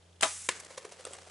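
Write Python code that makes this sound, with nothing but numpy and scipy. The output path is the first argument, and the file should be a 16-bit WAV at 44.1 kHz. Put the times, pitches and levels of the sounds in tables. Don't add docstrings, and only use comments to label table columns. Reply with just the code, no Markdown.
import sys
import numpy as np
from scipy import signal
from scipy.fft import rfft, irfft
from scipy.io import wavfile
from scipy.ndimage import uniform_filter1d

SR = 44100
rng = np.random.default_rng(int(sys.argv[2]) if len(sys.argv) > 2 else 0)


def dump(signal):
    limited = np.clip(np.atleast_2d(signal).T, -1, 1)
    pcm = np.round(limited * 32767).astype(np.int16)
    wavfile.write(sys.argv[1], SR, pcm)


N = 57330
TIME = np.arange(N) / SR
FREQS = np.arange(N // 2 + 1) * SR / N + 0.0011
SIDE = np.array([[1], [-1]])
LIMB_THUD_S, STRING_HOME_S, LAUNCH_S, HIT_S, TWIG_SNAP_S = .2265, .2318, .236, .4884, 1.0513

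# peak time, rise and decay in seconds, then low, middle and treble level in dB.
BOW_SNAPS = [(.2098, 0.0013, 0.0022, -46.5, -37.5, -53), (.2111, 0.00011, 0.00096, -41, -47, -22.5),
             (.222, .003, 0.0058, -51, -42.5, -46), (.2268, .0011, 0.0012, -29.5, -27.5, -19.5),
             (.2318, 0.00056, 0.0012, -29, -14.5, -21), (.234, 0.00083, 0.014, -29.5, -28, -27)]
SPLINTER_FALLS = [(.5035, .001, 0.0035, -56, -41, -42), (.5125, 0.0013, 0.0033, -54, -40, -42),
                  (.523, .003, 0.0037, -56, -45, -46.5)]
TWIG_BRUSHES = [(.931, .001, 0.0044, -60, -50, -56), (1.008, .0006, .003, -55, -52, -48),
                (1.0524, 0.0019, 0.0022, -62, -44, -34), (1.1275, .0005, 0.0012, -54, -50, -40),
                (1.135, 0.0044, 0.008, -50, -46.5, -40.5)]

# peak time, swish rise and swish decay in seconds, thump frequency in Hz,
# then the levels of thump, low swish, middle swish and feather hiss in dB.
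WING_BEATS = [(.549, 0.0095, 0.017, 495, -48.5, -61, -53, -51),
              (0.603, 0.0055, 0.0033, 530, -56, -58.5, -51.5, -38.5),
              (.65, 0.0035, 0.0025, 600, -55, -66, -59, -43),
              (.71, 0.0063, 0.021, 500, -45.5, -58, -54, -50.5),
              (0.7805, 0.0052, 0.0053, 523, -36.5, -47, -40, -38),
              (0.8532, 0.0071, 0.0047, 442, -37.5, -49, -47, -46.5),
              (.923, 0.0066, 0.011, 618, -44, -52.5, -53, -48),
              (.999, 0.005, 0.012, 498, -42.5, -54, -54, -50.5),
              (1.072, 0.0028, 0.0033, 500, -36.5, -45.5, -49, -42),
              (1.112, .008, 0.01, 414, -47, -52, -76, -52.5),
              (1.153, 0.0085, 0.0062, 670, -43.5, -53, -50.5, -50),
              (1.1868, 0.00054, 0.0032, 630, -45, -46, -50.5, -51),
              (1.274, 0.0095, 0.004, 660, -47.5, -57, -59, -60)]

# frequency in Hz, relative level in dB, time to fall 60 dB in seconds.
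LIMB_RISER_MODES = [(139, -53, 0.12), (295, -35, 0.07), (456, -29.5, 0.04), (647, -22, 0.11),
                    (836, -23, 0.084), (999, -27, 0.14), (1238, -31, 0.21), (1304, -14, 0.04),
                    (1440, -45, 0.048), (2008, -34, 0.054), (2820, -34, 0.028), (3030, -23.5, 0.032),
                    (3803, -28, 0.077), (5600, -28, 0.064), (8600, -11, 0.013)]
LIMB_THUD_MODES = [(132, -39.5, 0.043), (290, -30.5, 0.021), (410, -27.5, 0.027)]
TARGET_MODES = [(380, -32.5, 0.037), (507, -22, 0.023), (1022, -20.5, 0.028), (1708, -22, 0.025),
                (2300, -22, 0.02), (2390, -25.5, 0.026), (2807, -24, 0.033), (3150, -27, 0.034),
                (3540, -31, 0.028), (4790, -34, 0.023), (7700, -29, .018)]
SNAPPED_TWIG_MODES = [(560, -35, 0.021), (1314, -40.5, 0.022), (2790, -40.5, 0.019), (3450, -36, 0.015),
                      (4210, -43, .014), (4900, -46, 0.012), (7600, -36, .012), (8250, -32, 0.014)]

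# frequency in Hz, relative level in dB.
SNAP_SPECTRUM = [(60, -25), (150, -17), (300, -4.5), (650, 0), (1300, 7.5), (2200, 6), (3100, 5),
                 (4400, -0.5), (6500, -3.5), (8600, -1), (11000, -8)]
SHUDDER_SPECTRUM = [(150, -11.5), (320, -4), (460, -18.5), (620, 6), (800, -7), (1050, -2.5), (1350, 2),
                    (1800, -12), (4000, -24), (11000, -40)]
VANE_SPECTRUM = [(200, -19), (600, -19), (1500, -9.5), (3000, -7.5), (4500, -9.5), (6000, -1.5), (8000, 1),
                 (9500, 0.5), (11000, -5.5)]
CRACK_SPECTRUM = [(130, -18), (300, -11), (750, -24), (1300, -8), (1750, -3.5), (2600, -1), (4000, -0.5),
                  (6000, -3.5), (7600, 0), (9500, -1), (11000, -9)]
WING_SPECTRUM = [(150, -15), (260, -17), (380, 1.5), (500, 2), (650, 4), (800, 1), (1080, 2.5), (1400, -10),
                 (1850, -3), (3000, -9), (6000, -4), (11000, -10)]
TWIG_SPECTRUM = [(250, -31), (550, 4), (900, -11), (1300, 9), (1700, -4), (2300, -3), (2750, 4), (3450, 1),
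                 (4000, 1), (4900, -0.5), (6300, -6.5), (8000, 7.5), (11000, -9)]
RUSTLE_SPECTRUM = [(130, -9.5), (250, -11.5), (360, -2), (540, 0), (900, -6), (1600, -5.5), (3300, -10),
                   (7700, -9.5), (11000, -16.5)]
AIR_SPECTRUM = [(130, -8), (250, -8), (420, 1), (700, -4),
                (1400, -11), (3400, -12), (7000, -14.5), (11000, -19)]
RUMBLE_SPECTRUM = [(25, -8), (60, -2), (120, 2.5), (300, -8), (2000, -68)]
TICK_SPECTRUM = [(2200, -32), (3300, -13), (4600, -32), (11000, -32)]

# frequency in Hz, relative level in dB.
BOW_ECHO_SPECTRUM = [(100, -16), (300, -19.5), (700, -13), (1300, -12), (3000, -10), (6000, -1),
                     (11000, -19)]
HIT_ECHO_SPECTRUM = [(130, -24), (330, -2), (550, -4), (780, -9), (1100, -1.5), (2000, 3), (3500, -8),
                     (8000, -2.5), (11000, -13.5)]
BIRD_ECHO_SPECTRUM = [(100, 6.5), (500, -11), (1500, -8.5), (5000, -15.5), (11000, -13)]

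# frequency in Hz, level ratio in dB.
BOW_LEFT_OVER_RIGHT = [(100, 1), (350, -0.5), (620, 2.5), (1120, 4), (2000, 6), (3600, 11.5), (6500, -4),
                       (11000, 0)]
BOW_SIDE_OVER_CENTRE = [(100, -26), (600, -17), (1200, -23), (2500, -6), (4500, -6), (8000, -2),
                        (11000, -8)]

# time in seconds, level in dB.
RUSTLE_ENVELOPE = [(.47, -67), (.52, -49), (.6, -55), (.68, -55), (.82, -55.5), (.97, -57), (1.1, -53.5),
                   (1.22, -55.5), (1.3, -55.5)]
HUM_ENVELOPE = [(0, -63.5), (.12, -62.5), (.42, -62.5), (.6, -68.5), (.9, -73.5), (1.1, -66.5), (1.3, -63)]


def bow():
    snaps = bursts(BOW_SNAPS, SNAP_SPECTRUM, grit_db=1.5)
    shudder = amp(-32.5) * swell(.235, rise=.0027, decay=.02, hold=.0051) * noise(colour(SHUDDER_SPECTRUM))
    thud = ring(LIMB_THUD_S, LIMB_THUD_MODES, build_s=.002)
    ringing = amp(-2) * ring(STRING_HOME_S, LIMB_RISER_MODES, build_s=.0015)
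    lean = amp(np.interp(FREQS, *np.array(BOW_LEFT_OVER_RIGHT).T) / 2)
    direct = filtered(snaps + shudder + thud + ringing, np.array([lean, 1 / lean]))
    spread = SIDE * filtered(bursts(BOW_SNAPS, SNAP_SPECTRUM, grit_db=6), colour(BOW_SIDE_OVER_CENTRE))
    trunk_echo = amp(-28.5) * delayed(snaps, seconds=.072)
    echoes = forest(snaps + shudder, BOW_ECHO_SPECTRUM, t60=.31, side_db=-8.5)
    return direct + spread + trunk_echo + echoes


def arrow():
    doubling_s, fade_s = .096, .017
    relative_distance = 1 + np.maximum(TIME - LAUNCH_S, 0) / doubling_s
    flying = swell(LAUNCH_S, rise=.014, decay=fade_s, hold=HIT_S - LAUNCH_S - fade_s)
    hiss = grain(rate_hz=60, depth_db=.44) * wide(colour(VANE_SPECTRUM), side_db=-15)
    return amp(-34) * flying / relative_distance * hiss


def strike():
    fracture = amp(-22.5) * swell(HIT_S, rise=.00021, decay=.0028, hold=.003)
    crack = fracture * even_noise(colour(CRACK_SPECTRUM)) * grain(rate_hz=790, depth_db=.96)
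    knock = ring(HIT_S, TARGET_MODES, build_s=.00061)
    splinters = bursts(SPLINTER_FALLS, CRACK_SPECTRUM, grit_db=2.5)
    low_cut = signal.butter(2, 170, "high", fs=SR, output="sos")
    direct = signal.sosfilt(low_cut, crack + knock + splinters)
    near_trees = amp(-36) * swell(HIT_S + .0035, rise=.0024, decay=.031)
    far_trees = amp(-51) * swell(.562, rise=.01, decay=.066)
    scatter = wide(colour(HIT_ECHO_SPECTRUM), side_db=-8.5) * grain(rate_hz=300, depth_db=1.2)
    return direct + (near_trees + far_trees) * scatter


def wings():
    thumps = np.zeros(N)
    for at, _, _, hz, db, *_ in WING_BEATS:
        tone = np.sin(2 * np.pi * (hz * (TIME - at) + rng.random()))
        thumps += amp(db) * swell(at, rise=.0031, decay=.0031) * tone
    swish = bursts([(*row[:3], *row[5:]) for row in WING_BEATS], WING_SPECTRUM, grit_db=2)
    return thumps + swish + amp(-21) * delayed(swish, seconds=.0019)


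def bird():
    direct = wings() + bursts(TWIG_BRUSHES, TWIG_SPECTRUM, grit_db=5.5)
    direct += ring(TWIG_SNAP_S, SNAPPED_TWIG_MODES, build_s=.00045)
    friction = wide(colour(RUSTLE_SPECTRUM), side_db=-9) * grain(rate_hz=165, depth_db=3)
    rustle = fader(RUSTLE_ENVELOPE) * (TIME > HIT_S) * friction
    return direct + rustle + forest(direct, BIRD_ECHO_SPECTRUM, t60=.51, side_db=-14)


def forest(sound, spectrum, t60, side_db):
    envelope = amp(-60 * TIME / t60) * (1 - np.exp(-TIME / .002))
    response = wide(FREQS > 0, side_db) * grain(rate_hz=260, depth_db=2.4) * envelope
    response /= np.sqrt(np.sum(response ** 2) / 2)
    response = filtered(response, colour(spectrum))
    return signal.fftconvolve(sound[None], response[:, :N * 3 // 4], axes=1)[:, :N]


def camera_hum():
    hum_hz = 87
    phase = 2 * np.pi * hum_hz * TIME
    return np.sqrt(2) * (fader(HUM_ENVELOPE) * np.sin(phase) + amp(-73) * np.sin(2 * phase))


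def background():
    rumble = amp(-75) * wide(colour(RUMBLE_SPECTRUM), side_db=-25)
    ticks_per_s = 29.3
    pulses = np.sin(np.pi * ticks_per_s * (TIME - .01)) ** 10
    ticking = amp(-66.5) * pulses * noise(colour(TICK_SPECTRUM))
    air = amp(-65.5) * wide(colour(AIR_SPECTRUM), side_db=-5.5)
    return rumble + ticking + air


def bursts(table, spectrum, grit_db):
    below_low, below_high = [1 / np.sqrt(1 + (FREQS / edge_hz) ** 10) for edge_hz in (900, 4000)]
    band_gains = (below_low, below_high - below_low, 1 - below_high)
    low, middle, treble = [even_noise(colour(spectrum) * gain) for gain in band_gains]
    grit = grain(rate_hz=720, depth_db=grit_db)
    bands = np.array([low, middle * grit, treble * grit])
    return sum(swell(at, rise, decay) * (amp(levels) @ bands) for at, rise, decay, *levels in table)


def ring(at, modes, build_s):
    age = np.maximum(TIME - at, 0)
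    tones = sum(amp(db - 60 * age / t60) * np.sin(2 * np.pi * hz * age) for hz, db, t60 in modes)
    return tones * (1 - np.exp(-age / build_s))


def swell(at, rise, decay, hold=0):
    return np.exp(-(np.minimum(TIME - at, 0) / rise) ** 2 - np.maximum(TIME - at - hold, 0) / decay)


def noise(gain):
    shaped = filtered(rng.standard_normal(N), gain)
    return shaped / shaped.std()


def even_noise(gain):
    level = np.cos(np.angle(signal.hilbert(noise(gain))))
    local_mean = uniform_filter1d(abs(gain), size=2001) + 1e-9
    shaped = filtered(level, np.minimum(abs(gain) / local_mean, 1))
    return shaped / shaped.std()


def wide(gain, side_db):
    return noise(gain) + amp(side_db) * noise(gain) * SIDE


def grain(rate_hz, depth_db):
    gain = amp(depth_db * noise(1 / (1 + (FREQS / rate_hz) ** 4)))
    return gain / np.sqrt(np.mean(gain ** 2))


def colour(points):
    hz, db = np.array(points).T
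    return amp(np.interp(np.log(FREQS), np.log(hz), db)) * np.minimum(FREQS / hz[0], 1) ** 2


def fader(points):
    return amp(np.interp(TIME, *np.array(points).T))


def filtered(sound, gain):
    return irfft(rfft(sound) * gain, N)


def delayed(sound, seconds):
    return np.interp(TIME - seconds, TIME, sound, left=0)


def amp(db):
    return 10 ** (np.asarray(db) / 20)


def scene():
    return bow() + arrow() + strike() + bird() + camera_hum() + background()


def record(dry):
    top_hz = 11000
    return signal.sosfilt(signal.ellip(10, .2, 70, top_hz, fs=SR, output="sos"), dry)


dry = scene()
out = record(dry)
dump(out)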